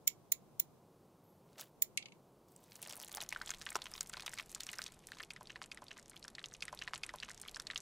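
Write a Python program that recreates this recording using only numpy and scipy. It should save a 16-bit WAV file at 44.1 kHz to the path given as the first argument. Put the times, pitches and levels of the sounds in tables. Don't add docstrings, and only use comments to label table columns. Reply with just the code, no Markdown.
import sys
import numpy as np
from scipy import signal
from scipy.fft import rfft, irfft
from scipy.io import wavfile
from scipy.ndimage import uniform_filter1d

SR = 44100
rng = np.random.default_rng(int(sys.argv[2]) if len(sys.argv) > 2 else 0)


def dump(signal):
    limited = np.clip(np.atleast_2d(signal).T, -1, 1)
    pcm = np.round(limited * 32767).astype(np.int16)
    wavfile.write(sys.argv[1], SR, pcm)


def to_linear_factor(level_db):
    exponent = np.asarray(level_db, float) / 20
    return 10 ** exponent


N = 344421


def curve(rows, column=1, outside=None):
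    rows = np.array(rows)
    return np.interp(np.arange(N) / SR, rows[:, 0], rows[:, column], outside, outside)


def unit(x):
    return x / np.sqrt(np.mean(x ** 2))


def band(x, lo_hz, hi_hz, order=2):
    sos = signal.butter(order, [lo_hz, min(hi_hz, .45 * SR)], "band", fs=SR, output="sos")
    return signal.sosfilt(sos, x)


def body(x, modes):
    out = 0
    for k, (hz, width_hz, db) in enumerate(modes):
        out = out + (-1) ** k * to_linear_factor(db) * signal.lfilter(*signal.iirpeak(hz, hz / width_hz, SR), x)
    return out


def bell(x, hz, q):
    b, a = signal.iirpeak(min(hz, .4 * SR), q, SR)
    return signal.lfilter(b, a, signal.lfilter(b, a, x))


def add(out, s, sound):
    i = int(s * SR)
    out[i:i + len(sound)] += sound[:N - i]


def echoes(x, t60, db, top_hz, gap=0.0022):
    t = np.arange(int(.25 * SR)) / SR
    tail = rng.standard_normal(len(t)) * to_linear_factor(-60 * t / t60) * (t > gap)
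    tail = signal.lfilter(*signal.butter(1, top_hz, fs=SR), tail)
    return to_linear_factor(db) * signal.fftconvolve(x, tail / np.linalg.norm(tail))[:N]


# frequency in Hz, density in dB per Hz.
ROOM_COLOUR = [(25, -25), (53, -12), (70, -31.5), (94, -8.5), (134, -4.5), (190, -5.5), (293, -11.5),
               (344, -7.5), (591, -13), (775, -15), (1050, -17.5), (1750, -33.5), (16000, -38.5)]


def room_tone():
    hz, db = np.transpose(ROOM_COLOUR)
    colour = to_linear_factor(np.interp(np.log(np.fft.rfftfreq(N, 1 / SR) + 1), np.log(hz), db))
    return unit(irfft(rfft(rng.standard_normal(N)) * colour, N)) * to_linear_factor(-65)


# start in seconds, end in seconds.
WIDE_SPANS = [
    (-1, .8),
    (1.76, 2.19),
]


def room_width():
    side, t = room_tone(), np.arange(N) / SR
    side = to_linear_factor(-6.5) * side + 0.31 * band(side, 1250, 15200)
    is_wide = uniform_filter1d(1. 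* sum((t > start) & (t < end) for start, end in WIDE_SPANS), size=2000)
    side = side * is_wide + to_linear_factor(-18.5) * band(side, 4500, 13000)
    return side * np.array([[1], [-1]])


# time in seconds, level in dB.
HANDLING = [
    (2.4, -101),
    (3.42, -66.5),
    (6.51, -75.5),
    (6.63, -67),
    (7.81, -69),
]


def handling_rumble():
    return unit(band(rng.standard_normal(N), 11, 59.6)) * to_linear_factor(curve(HANDLING, outside=-200))


# time in seconds, pitch in Hz, level in dB.
SQUEAKS = [
    [(1.24, 13096, -76), (1.26, 13800, -88), (1.43, 12000, -92)],
    [(1.24, 11190, -97), (1.292, 11800, -79), (1.37, 11248, -88)],
]


def squeak():
    out = 0
    for rows in SQUEAKS:
        waver = unit(uniform_filter1d(rng.standard_normal(N), size=300))
        phase = 2 * np.pi * np.cumsum(curve(rows) + 30 * waver) / SR
        level_db = curve(rows, column=2, outside=-200) + 2.0 * waver
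        out = out + np.sqrt(2) * to_linear_factor(level_db) * np.sin(phase)
    return out


RIGHT_LAG_S = .0025

# time in seconds, peak in dB.
BOUNCES = [
    (1.9727, -30),
    (2.0236, -49),
    (2.056, -48),
    (2.082, -60),
    (2.119, -57),
]
# frequency in Hz, width in Hz, level in dB.
TABLE_MODES = [(2240, 260, -1), (2730, 470, -2), (3160, 550, -4.5), (4680, 730, -9), (6600, 1060, -2),
               (10200, 4300, -5)]


def bounces():
    out, t = np.zeros((2, N)), np.arange(900) / SR
    for s, db in BOUNCES:
        near_top_hz = 13000 * to_linear_factor(0.36 * (db + 24.5))
        for side, lag_s, top_hz in ((0, 0.00017, near_top_hz), (1, RIGHT_LAG_S, 5500)):
            force = (t == 0) + 0.095 * rng.standard_normal(len(t)) * np.exp(-t / 0.0039)
            ring = band(body(force, TABLE_MODES), 1870, top_hz, order=3)
            add(out[side], s + 0.00087 + lag_s, ring / np.abs(ring).max() * to_linear_factor(db + 9.5))
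    return out


# time in seconds, level in dB, scrape before the stop in dB,
# handle clack in dB, tip ring in dB.
SNAPS = [
    (0.0751, -18, 4.5, -9.5, 2),
    (0.3196, -19.5, -10.5, -10, 5),
    (0.5973, -21, -5, -10.5, 10.5),
    (1.821, -19, -9, -13.5, 6),
]
# frequency in Hz, width in Hz, level in dB.
BLADE_MODES = [(2200, 400, -12), (3120, 720, -14.5), (4600, 440, -15), (5010, 790, -12), (7050, 300, 2),
               (9800, 507, -6.5), (10740, 400, -3.5), (11600, 820, -5), (13500, 420, -2),
               (15500, 880, -1.5)]


def snaps():
    out, t = np.zeros((2, N)), np.arange(-240, 1600) / SR
    # side, lag s, scrape lead dB, rebound dB, tip facing dB; the tips point at the right one
    ears = (0, 0.00018, -15, -8, -5.5), (1, RIGHT_LAG_S, -5, -14, 4.5)
    for s, db, scrape_db, clack_db, tip_db in SNAPS:
        modes = []
        for hz, width_hz, mode_db in BLADE_MODES:
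            grip_db = 2 * rng.standard_normal()
            modes.append((hz, width_hz, mode_db + grip_db + (clack_db + 11) * (hz < 6000)))
        for side, lag_s, lead_db, rebound_db, facing_db in ears:
            scrape = to_linear_factor(scrape_db + lead_db) * np.exp(np.minimum(t, 0) / .0025)
            stop = np.exp(-np.maximum(t, 0) / 0.00076)
            rebound = to_linear_factor(rebound_db) * np.exp(-((t - .004) / .0015) ** 2)
            chatter = to_linear_factor(-20) * (t > 0) * np.exp(-np.abs(t) / .007)
            force = np.where(t < 0, scrape, stop) + rebound + chatter
            push = force * rng.standard_normal(len(t)) + 7.2 * (t == 0)
            tip = (15100, 470, tip_db + facing_db)
            ring = unit(body(push, modes + [tip]))
            ring = ring + to_linear_factor(clack_db) * unit(band(push, 1330, 19700))
            pan_db = -5.5 * (.5 - side)
            add(out[side], s + lag_s + t[0], band(ring, 2050, 17000, order=6) * to_linear_factor(db - 13.5 + pan_db))
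    return out


def scissors():
    steel = snaps() + bounces()
    steel = steel + np.array([echoes(channel, 0.12, -15.0, 3644, gap=0.00097) for channel in steel])
    return steel - 0.15 * steel[::-1]


# time in seconds, level in dB.
EFFORT = [
    [(1.46, -77), (1.572, -74), (1.582, -49.5), (1.632, -54.5), (1.655, -66.5), (1.7, -78)],
    [(2.48, -77), (2.7, -65.5), (2.8, -60.5), (3.1, -63), (3.22, -52.5), (3.28, -71), (3.4, -59), (3.8, -63), (3.95, -57.5), (4.05, -64.5), (4.39, -58), (4.45, -63), (4.6, -60), (4.78, -56.5), (4.98, -67.5), (5.15, -61.5), (5.28, -71), (6.62, -69.5)],
]
# time in seconds, rustle tilt in dB per octave, level over 10 kHz in dB.
FILM_TONE = [
    (1.4, 0, 4),
    (2.4, 8.5, -4),
    (3.0, -4, 6.5),
    (3.4, 0.5, 0.5),
    (5.0, 1, -0.5),
    (6.7, 0, -5),
]


def rustle(big, per_s=1300, spread_db=5.0):
    out, t = 0, np.arange(130) / SR
    level_db = np.maximum(*(curve(rows, outside=-200) for rows in EFFORT))
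    for octave in np.arange(-2, 2.5):
        size_db = np.minimum(spread_db * rng.exponential(size=N), 8)
        ticks = (rng.random(N) < per_s / 5 / SR) * to_linear_factor(size_db)
        bursts = signal.fftconvolve(ticks, np.exp(-t / 0.00078))[:N] * rng.standard_normal(N)
        edges = 3000 * 2 ** (octave - .55), 3000 * 2 ** (octave + 0.5)
        rub = unit(band(rng.standard_normal(N), *edges))
        small = unit(band(bursts, *edges)) + to_linear_factor(-7.0) * rub
        keep = np.exp(-2 ** (.5 * octave) / (.005 * SR))
        power = np.abs(uniform_filter1d(band(big, *edges) ** 2, size=260))
        settle = np.sqrt(signal.lfilter([1 - keep], [1, -keep], power))
        effort = to_linear_factor(level_db - 11.0 + curve(FILM_TONE) * octave - 1.67 * abs(octave + .5))
        out = out + small * (effort + to_linear_factor(-13.5 - 0.5 * octave) * settle)
    return out


def tone_treble(bag):
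    sos = signal.butter(4, 10000, "high", fs=SR, output="sos")
    return bag - (1 - to_linear_factor(curve(FILM_TONE, column=2))) * signal.sosfiltfilt(sos, bag)


# time in seconds,
# peak in dB, ring in Hz.
SMALL_CREASES = [(1.5309, -54, 4440), (1.5574, -52, 2490), (1.5886, -41, 5650), (1.629, -47, 4680),
                 (1.6674, -58, 4000), (2.522, -50, 9000), (2.64, -46, 9000), (2.812, -58, 7100),
                 (2.831, -37, 3260), (2.8377, -43, 6680), (2.8514, -39, 6080), (2.8633, -39, 2910),
                 (2.8987, -32.5, 6010), (2.911, -35, 3520), (2.942, -40, 5700), (2.975, -43, 9780),
                 (2.9946, -41, 6670), (3.0084, -41, 5180), (3.0234, -36, 5600), (3.0348, -36.5, 2950),
                 (3.0584, -47, 7040), (3.066, -44, 4390), (3.0785, -39, 7000), (3.0953, -41, 7680),
                 (3.1114, -45, 5270), (3.1267, -36, 9000), (3.1654, -40, 6200), (3.197, -57, 6500),
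                 (3.2134, -30, 6500), (3.2293, -38, 5310), (3.263, -39, 2750), (3.3044, -43, 4470),
                 (3.3074, -43, 8500), (3.3164, -41, 2580), (3.33, -39, 9000), (3.3734, -42, 8000),
                 (3.4015, -44, 4450), (3.4785, -34, 7000), (3.4844, -37, 6400), (3.4953, -35, 6400),
                 (3.5148, -31.5, 3150), (3.5464, -38, 4200), (3.5714, -46, 7300), (3.5847, -46, 7340),
                 (3.5964, -45, 8000), (3.6084, -44, 5460), (3.654, -40, 9000), (3.7284, -36, 8300),
                 (3.7477, -37, 5740), (3.7655, -27.5, 7100), (3.7896, -47, 3070), (3.8407, -39, 8000),
                 (3.9627, -34, 6000), (3.989, -46, 11000), (4.061, -38, 6000), (4.0728, -37, 9500),
                 (4.0918, -44, 11000), (4.128, -42, 4820), (4.1322, -36, 4900), (4.169, -34, 4000),
               (4.1768, -38, 6500), (4.2226, -34.5, 3700), (4.2288, -42, 9000), (4.248, -44, 3700),
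               (4.266, -32, 3600), (4.294, -33.5, 8530), (4.3165, -45, 7000), (4.327, -39, 7000),
               (4.3504, -41, 4300), (4.409, -36.5, 5170), (4.426, -44, 9490), (4.4603, -42, 8640),
               (4.4946, -37.5, 7240), (4.5038, -37.5, 8260), (4.5269, -38, 6340), (4.558, -39, 6000),
               (4.7162, -33.5, 9000), (4.7395, -33, 4270), (4.7553, -39, 6500), (4.8004, -48, 3060),
               (4.8273, -34, 6840), (4.8553, -37, 4290), (4.8796, -38, 5460), (4.9436, -44, 8500),
               (4.991, -47, 7300), (5.0044, -56, 3310), (5.0384, -49, 2580), (5.0874, -47, 3500),
               (5.1335, -43, 2590), (5.1484, -47, 5000), (5.171, -44, 3500), (5.211, -46, 2910),
               (5.2292, -40, 5000), (5.2484, -41.5, 8440), (5.4088, -43, 6940), (5.5532, -48, 2620),
               (5.9909, -43, 9000), (6.0154, -55, 7780), (6.0813, -42, 9600), (6.1044, -46, 8610),
               (6.1124, -48, 4730), (6.1947, -44, 10970), (6.3018, -45, 9850), (6.4044, -48, 3700),
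               (6.4674, -54, 11000), (6.5, -52, 3860), (6.553, -48, 3200), (5.3085, -47, 1300),
               (3.3259, -36, 900), (3.4937, -31, 1200)]
# time in seconds, peak in dB, ring in Hz.
FOLDS = [(1.575, -48, 670), (1.586, -42, 614), (1.597, -45, 805), (2.83, -44.5, 598), (2.861, -39, 1880),
         (2.875, -42, 748), (2.897, -40, 860), (2.926, -40.5, 656), (2.942, -49, 716), (3.016, -45, 990),
         (3.094, -39.5, 1900), (3.151, -46, 587), (3.172, -33.5, 844), (3.188, -47, 781),
         (3.226, -34.5, 760), (3.316, -38, 2320), (3.373, -45, 1650), (3.515, -39, 1870),
         (3.614, -37, 1670), (3.688, -37, 2110), (3.704, -41, 1880), (3.716, -45, 950), (3.789, -34, 1210),
         (3.843, -43, 1350), (3.951, -40.5, 1120), (4.098, -40, 1530), (4.133, -36, 1510),
         (4.177, -40, 1510), (4.234, -41, 907), (4.264, -38, 1220), (4.376, -33, 2210), (4.563, -37, 1260),
         (4.69, -35, 2130), (4.769, -49, 1670), (4.967, -50, 940), (5.087, -41, 1860), (5.17, -45, 1060),
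         (5.3705, -46, 3600), (5.5, -37, 1510), (5.566, -43, 1240), (5.964, -45, 1550), (6.118, -45, 1860),
         (6.133, -47, 2340), (6.143, -46, 1450), (6.28, -40, 1620), (6.416, -45, 1850), (6.44, -47, 1170),
         (6.522, -42.5, 1710)]


def lesser_creases():
    small = SMALL_CREASES
    crack_db = 2 + 9.3 * (rng.random(len(small)) - .5)
    return [(*row, db) for row, db in zip(small, crack_db)] + [(*row, -3) for row in FOLDS]


# time in
# seconds, peak in dB, ring in Hz, crack against ring in dB.
CUT = [
    (1.5834, -48, 4400, 8),
    (1.5954, -38, 6200, -5),
    (1.5994, -51, 3000, 5),
    (1.6033, -38, 7440, -10),
    (1.6113, -29.5, 12800, 11),
    (1.6185, -41, 10490, 16),
]
SQUEEZE = [(2.5629, -41.5, 8350, -6), (2.7204, -38.5, 4370, -1), (2.7562, -35, 7950, 5),
           (2.8183, -33, 13800, 7), (2.8273, -30.5, 9300, 3), (2.8428, -40, 7130, 8), (2.8742, -32, 9300, 5),
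           (2.883, -39, 4860, -3), (2.895, -35, 9100, 6), (2.9077, -36, 6070, 1), (2.9253, -31, 7710, 8),
           (2.9335, -30, 3070, 8), (2.9557, -37, 10000, -3), (2.967, -36, 10010, 13), (3, -30.5, 6540, 8),
           (3.0156, -35, 7340, 12), (3.0282, -35, 12770, 4), (3.047, -34, 8050, 8), (3.083, -35.5, 7000, 8),
           (3.117, -30.5, 5380, 9), (3.1416, -35.5, 3540, -15), (3.1493, -26, 8000, 12),
           (3.1583, -33, 9900, -10), (3.1711, -25, 6050, 6), (3.1794, -32, 876, -22),
           (3.2052, -26.5, 4000, -1), (3.1803, -33, 980, -4), (3.217, -28.5, 3300, -4),
           (3.2236, -32.5, 9600, -2.5), (3.2358, -35, 5970, -11.5)]
FIRST_COILS = [(3.2901, -27.5, 6750, 1), (3.3254, -26, 2240, 0.5), (3.349, -32, 2000, 8),
               (3.3613, -30.5, 1500, -22), (3.4142, -30, 1550, -22), (3.4171, -34, 4700, -9),
               (3.461, -32.5, 7400, -12), (3.4742, -32, 3320, -12), (3.4926, -27, 2170, 7.5),
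               (3.505, -24.5, 6700, -20), (3.7549, -35, 388, -26), (3.5384, -31, 3440, 0),
               (3.615, -31.5, 3730, 11), (3.62, -32, 6060, 6), (4.006, -42, 7000, 0),
               (3.6647, -28, 3130, -7), (3.6683, -30, 1820, -10), (3.69, -31, 3600, 1),
               (3.704, -31, 8500, -6), (3.7188, -33.5, 2100, -5), (3.755, -18, 1330, -1),
               (3.7557, -23.5, 5640, -13), (3.7623, -28, 950, -8), (3.819, -28, 4220, -7),
               (3.857, -28.5, 3370, -2), (3.867, -30.5, 2930, -5), (3.916, -35.5, 9000, 2),
               (3.938, -31, 5380, -22), (3.953, -33.5, 3240, -2), (3.9786, -33, 4000, -7),
               (4.0087, -20, 6800, -4), (4.03, -31.5, 11600, 18)]
NEXT_COILS = [(4.0962, -33.5, 7640, -19), (4.1373, -26.5, 4700, 12), (4.1421, -35, 1480, -22),
              (4.1716, -34, 1150, 4), (4.197, -29.5, 2700, -2.5), (4.2064, -33.5, 5530, 8),
              (4.263, -23.5, 6740, 10), (4.2791, -22.5, 1210, 7.5), (4.3349, -28, 1860, 4.5),
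              (4.3392, -30.5, 8600, -2), (4.3697, -47, 5000, -2), (4.601, -42, 4400, -9),
              (4.7, -38, 8050, 2), (4.377, -36, 4530, -9), (4.3862, -24.5, 2400, 8), (4.3892, -27, 2270, 2),
              (4.397, -27, 2400, -11), (4.3993, -27.5, 2200, -2), (4.5167, -35, 9100, -7),
              (4.5485, -23.5, 6800, 6.5), (4.6066, -21.5, 4960, 8), (4.6047, -28, 4260, 8),
              (4.634, -27, 5850, 4.5), (4.667, -27, 6150, 2), (4.6898, -26.5, 2920, -5),
              (4.693, -41, 2140, -24), (4.731, -30, 6600, 4), (4.734, -31, 1900, -2),
              (4.7857, -26.5, 5270, -10.5), (4.7907, -26.5, 1530, -9), (4.8182, -22.5, 3770, -1),
              (4.84, -29, 6940, 8), (4.8637, -30, 3800, 1)]
SLOW_COIL = [(4.9214, -39, 8000, -2), (5.0703, -32.5, 9300, 6), (5.119, -29.5, 1690, 4),
             (5.1992, -38.5, 2870, -4), (5.2032, -31.5, 1800, -5.5), (5.219, -43, 8000, -10),
             (5.2346, -33, 3300, 17), (5.3045, -35.5, 4830, -10), (5.3066, -30, 2650, -6.5),
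             (5.313, -41, 7200, 15), (5.3198, -46, 8350, 9), (5.335, -40.5, 8750, -23),
             (5.363, -33, 2080, 2), (5.186, -38, 2560, 10), (5.4104, -36, 980, -7.5),
             (5.4304, -41, 12380, 10), (5.4565, -47, 3500, -6), (5.472, -37.5, 4530, -4),
             (5.497, -41.5, 2730, -35), (5.5032, -33, 2670, -6), (5.519, -44, 7000, -1),
             (5.5584, -32.5, 1860, -6), (5.563, -34, 1180, 3.5), (5.6169, -27, 1640, 1),
             (5.6237, -32.5, 3870, 8), (5.63, -42.5, 7300, -20), (5.6402, -32.5, 3040, 14),
             (5.645, -39, 3160, 8), (5.6598, -41.5, 8400, -5)]
LAST_COIL = [(5.9697, -33.5, 1600, -3.5), (5.978, -38.5, 7400, 8), (5.986, -42.5, 1790, -5),
             (5.9964, -37.5, 5460, 9), (6.0277, -44.5, 7900, 2), (6.0591, -41, 3600, 11),
             (6.0972, -35.5, 8960, -6), (6.161, -44, 11000, -1), (6.5295, -48, 8500, -3),
             (6.1651, -37, 3200, -12), (6.1762, -40.5, 5700, 8), (6.2276, -37, 4300, -6),
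             (6.2417, -35.5, 5470, -12), (6.249, -33.5, 1700, -2.5), (6.2535, -40, 7170, 8),
             (6.281, -29.5, 4600, 0.5), (6.351, -37, 4230, -15), (6.3832, -34.5, 1950, -9.5),
             (6.393, -38, 3800, -23), (6.4288, -44, 7900, 8), (6.4411, -27, 3240, -36),
             (6.4588, -30, 5070, 18), (6.4857, -40.5, 8100, 8), (6.513, -42.5, 3740, -1),
             (6.5385, -34.5, 6240, -22), (6.549, -37.5, 3130, 4), (6.567, -44, 8800, 4),
             (6.607, -36.5, 4670, 12)]


def creases():
    out, t = np.zeros(N), np.arange(900) / SR
    clear = [*CUT, *SQUEEZE, *FIRST_COILS, *NEXT_COILS, *SLOW_COIL, *LAST_COIL]
    for s, db, hz, crack_db in [*clear, *lesser_creases()]:
        noise, chance = rng.standard_normal((3, len(t))), rng.random(4)
        share = to_linear_factor(min(crack_db, 8) - 1.9)
        soft = np.clip(-.07 * crack_db, 0, 1.2)
        decay = np.exp(-t * (hz + 900) / (1.7 + 1.7 * soft))
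        shape = decay * (1 - np.exp(-t * hz / (.25 + 1.2 * soft ** 2)))
        second_hz = hz * (0.63 + 0.884 * chance[0])
        third_hz = min(hz * (1.49 + chance[2]), .4 * SR)
        ring = np.sin(2 * np.pi * hz * t) + 0.32 * np.sin(2 * np.pi * second_hz * t)
        ring = shape * (ring + 0.22 * np.sin(2 * np.pi * third_hz * t))
        crack = bell((t == 0) + .4 * noise[0] * np.exp(-t / .0005), hz ** .6 * 30, .85)
        shiver = unit(bell(noise[1], hz * 0.99, 2.13)) * np.exp(-t / (0.0011 + 0.0012 * chance[2]))
        shiver = shiver * (1 - np.exp(-t / 0.00053))
        shiver_db = -7.5 + 7.3 * chance[3] - 0.4 * max(crack_db, 0)
        thud = unit(bell(noise[2], 500 + 0.19 * hz, 0.84)) * np.exp(-t / 0.002) * chance[1]
        pop = ring / np.abs(ring).max() + share * crack / np.abs(crack).max()
        pop = pop + to_linear_factor(shiver_db) * shiver + to_linear_factor(-11.5) * thud
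        pop = band(pop, min(0.63 * hz, 750), 19000)
        add(out, s, pop / np.sqrt(1 + share ** 2) * to_linear_factor(db - 2.5))
    return out


# start in seconds, end in seconds, how far back it is taken from in seconds, gain in dB.
REPLAYS = [
    (5.70, 5.965, .4109, 0),
    (6.615, 7.81, 1.3182, 6),
]


def piping_bag():
    bag = creases()
    bag = bag + rustle(bag)
    bag = bag + echoes(band(bag, 460, 4900), 0.031, -19.0, 3300)
    bag = tone_treble(bag)
    for start, end, back, db in REPLAYS:
        i, j, lag = int(start * SR), min(int(end * SR), N), round(back * SR)
        bag[i:j] = to_linear_factor(db) * bag[i - lag:j - lag]
    return bag


def scene():
    centre = piping_bag() + squeak() + handling_rumble() + room_tone()
    return scissors() + centre + room_width()


# time in seconds, level in dB the band over 13 kHz must reach to be kept.
TOP_KEPT_DB = [(1.95, -97), (1.96, -72), (2.13, -76), (2.14, -97), (2.68, -97), (2.7, -81), (4.85, -74),
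               (4.9, -76), (6.6, -76), (6.62, -70)]


def gate_treble(x):
    size = 288
    block = np.arange(N) // size
    mood = to_linear_factor(5.0 * rng.standard_normal(block[-1] + 1))
    for edge_hz, harder_db in ((12900, 0), (15100, -1), (15850, 11)):
        top = signal.sosfiltfilt(signal.ellip(8, .05, 50, edge_hz, "high", fs=SR, output="sos"), x)
        power = (np.bincount(block, np.mean(top, axis=0) ** 2) / size * mood)[block]
        need_db = curve(TOP_KEPT_DB) + harder_db
        is_quiet = uniform_filter1d(1. * (power < to_linear_factor(2 * need_db)), size=192)
        x = x - is_quiet * top
    return x


def roll_off(x):
    return signal.sosfilt(signal.butter(12, 17660, fs=SR, output="sos"), x)


def record(dry):
    limited = signal.sosfiltfilt(signal.ellip(8, .2, 60, 16600, fs=SR, output="sos"), dry)
    mix = gate_treble(limited)
    return roll_off(mix)


dry = scene()
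out = record(dry)
dump(out)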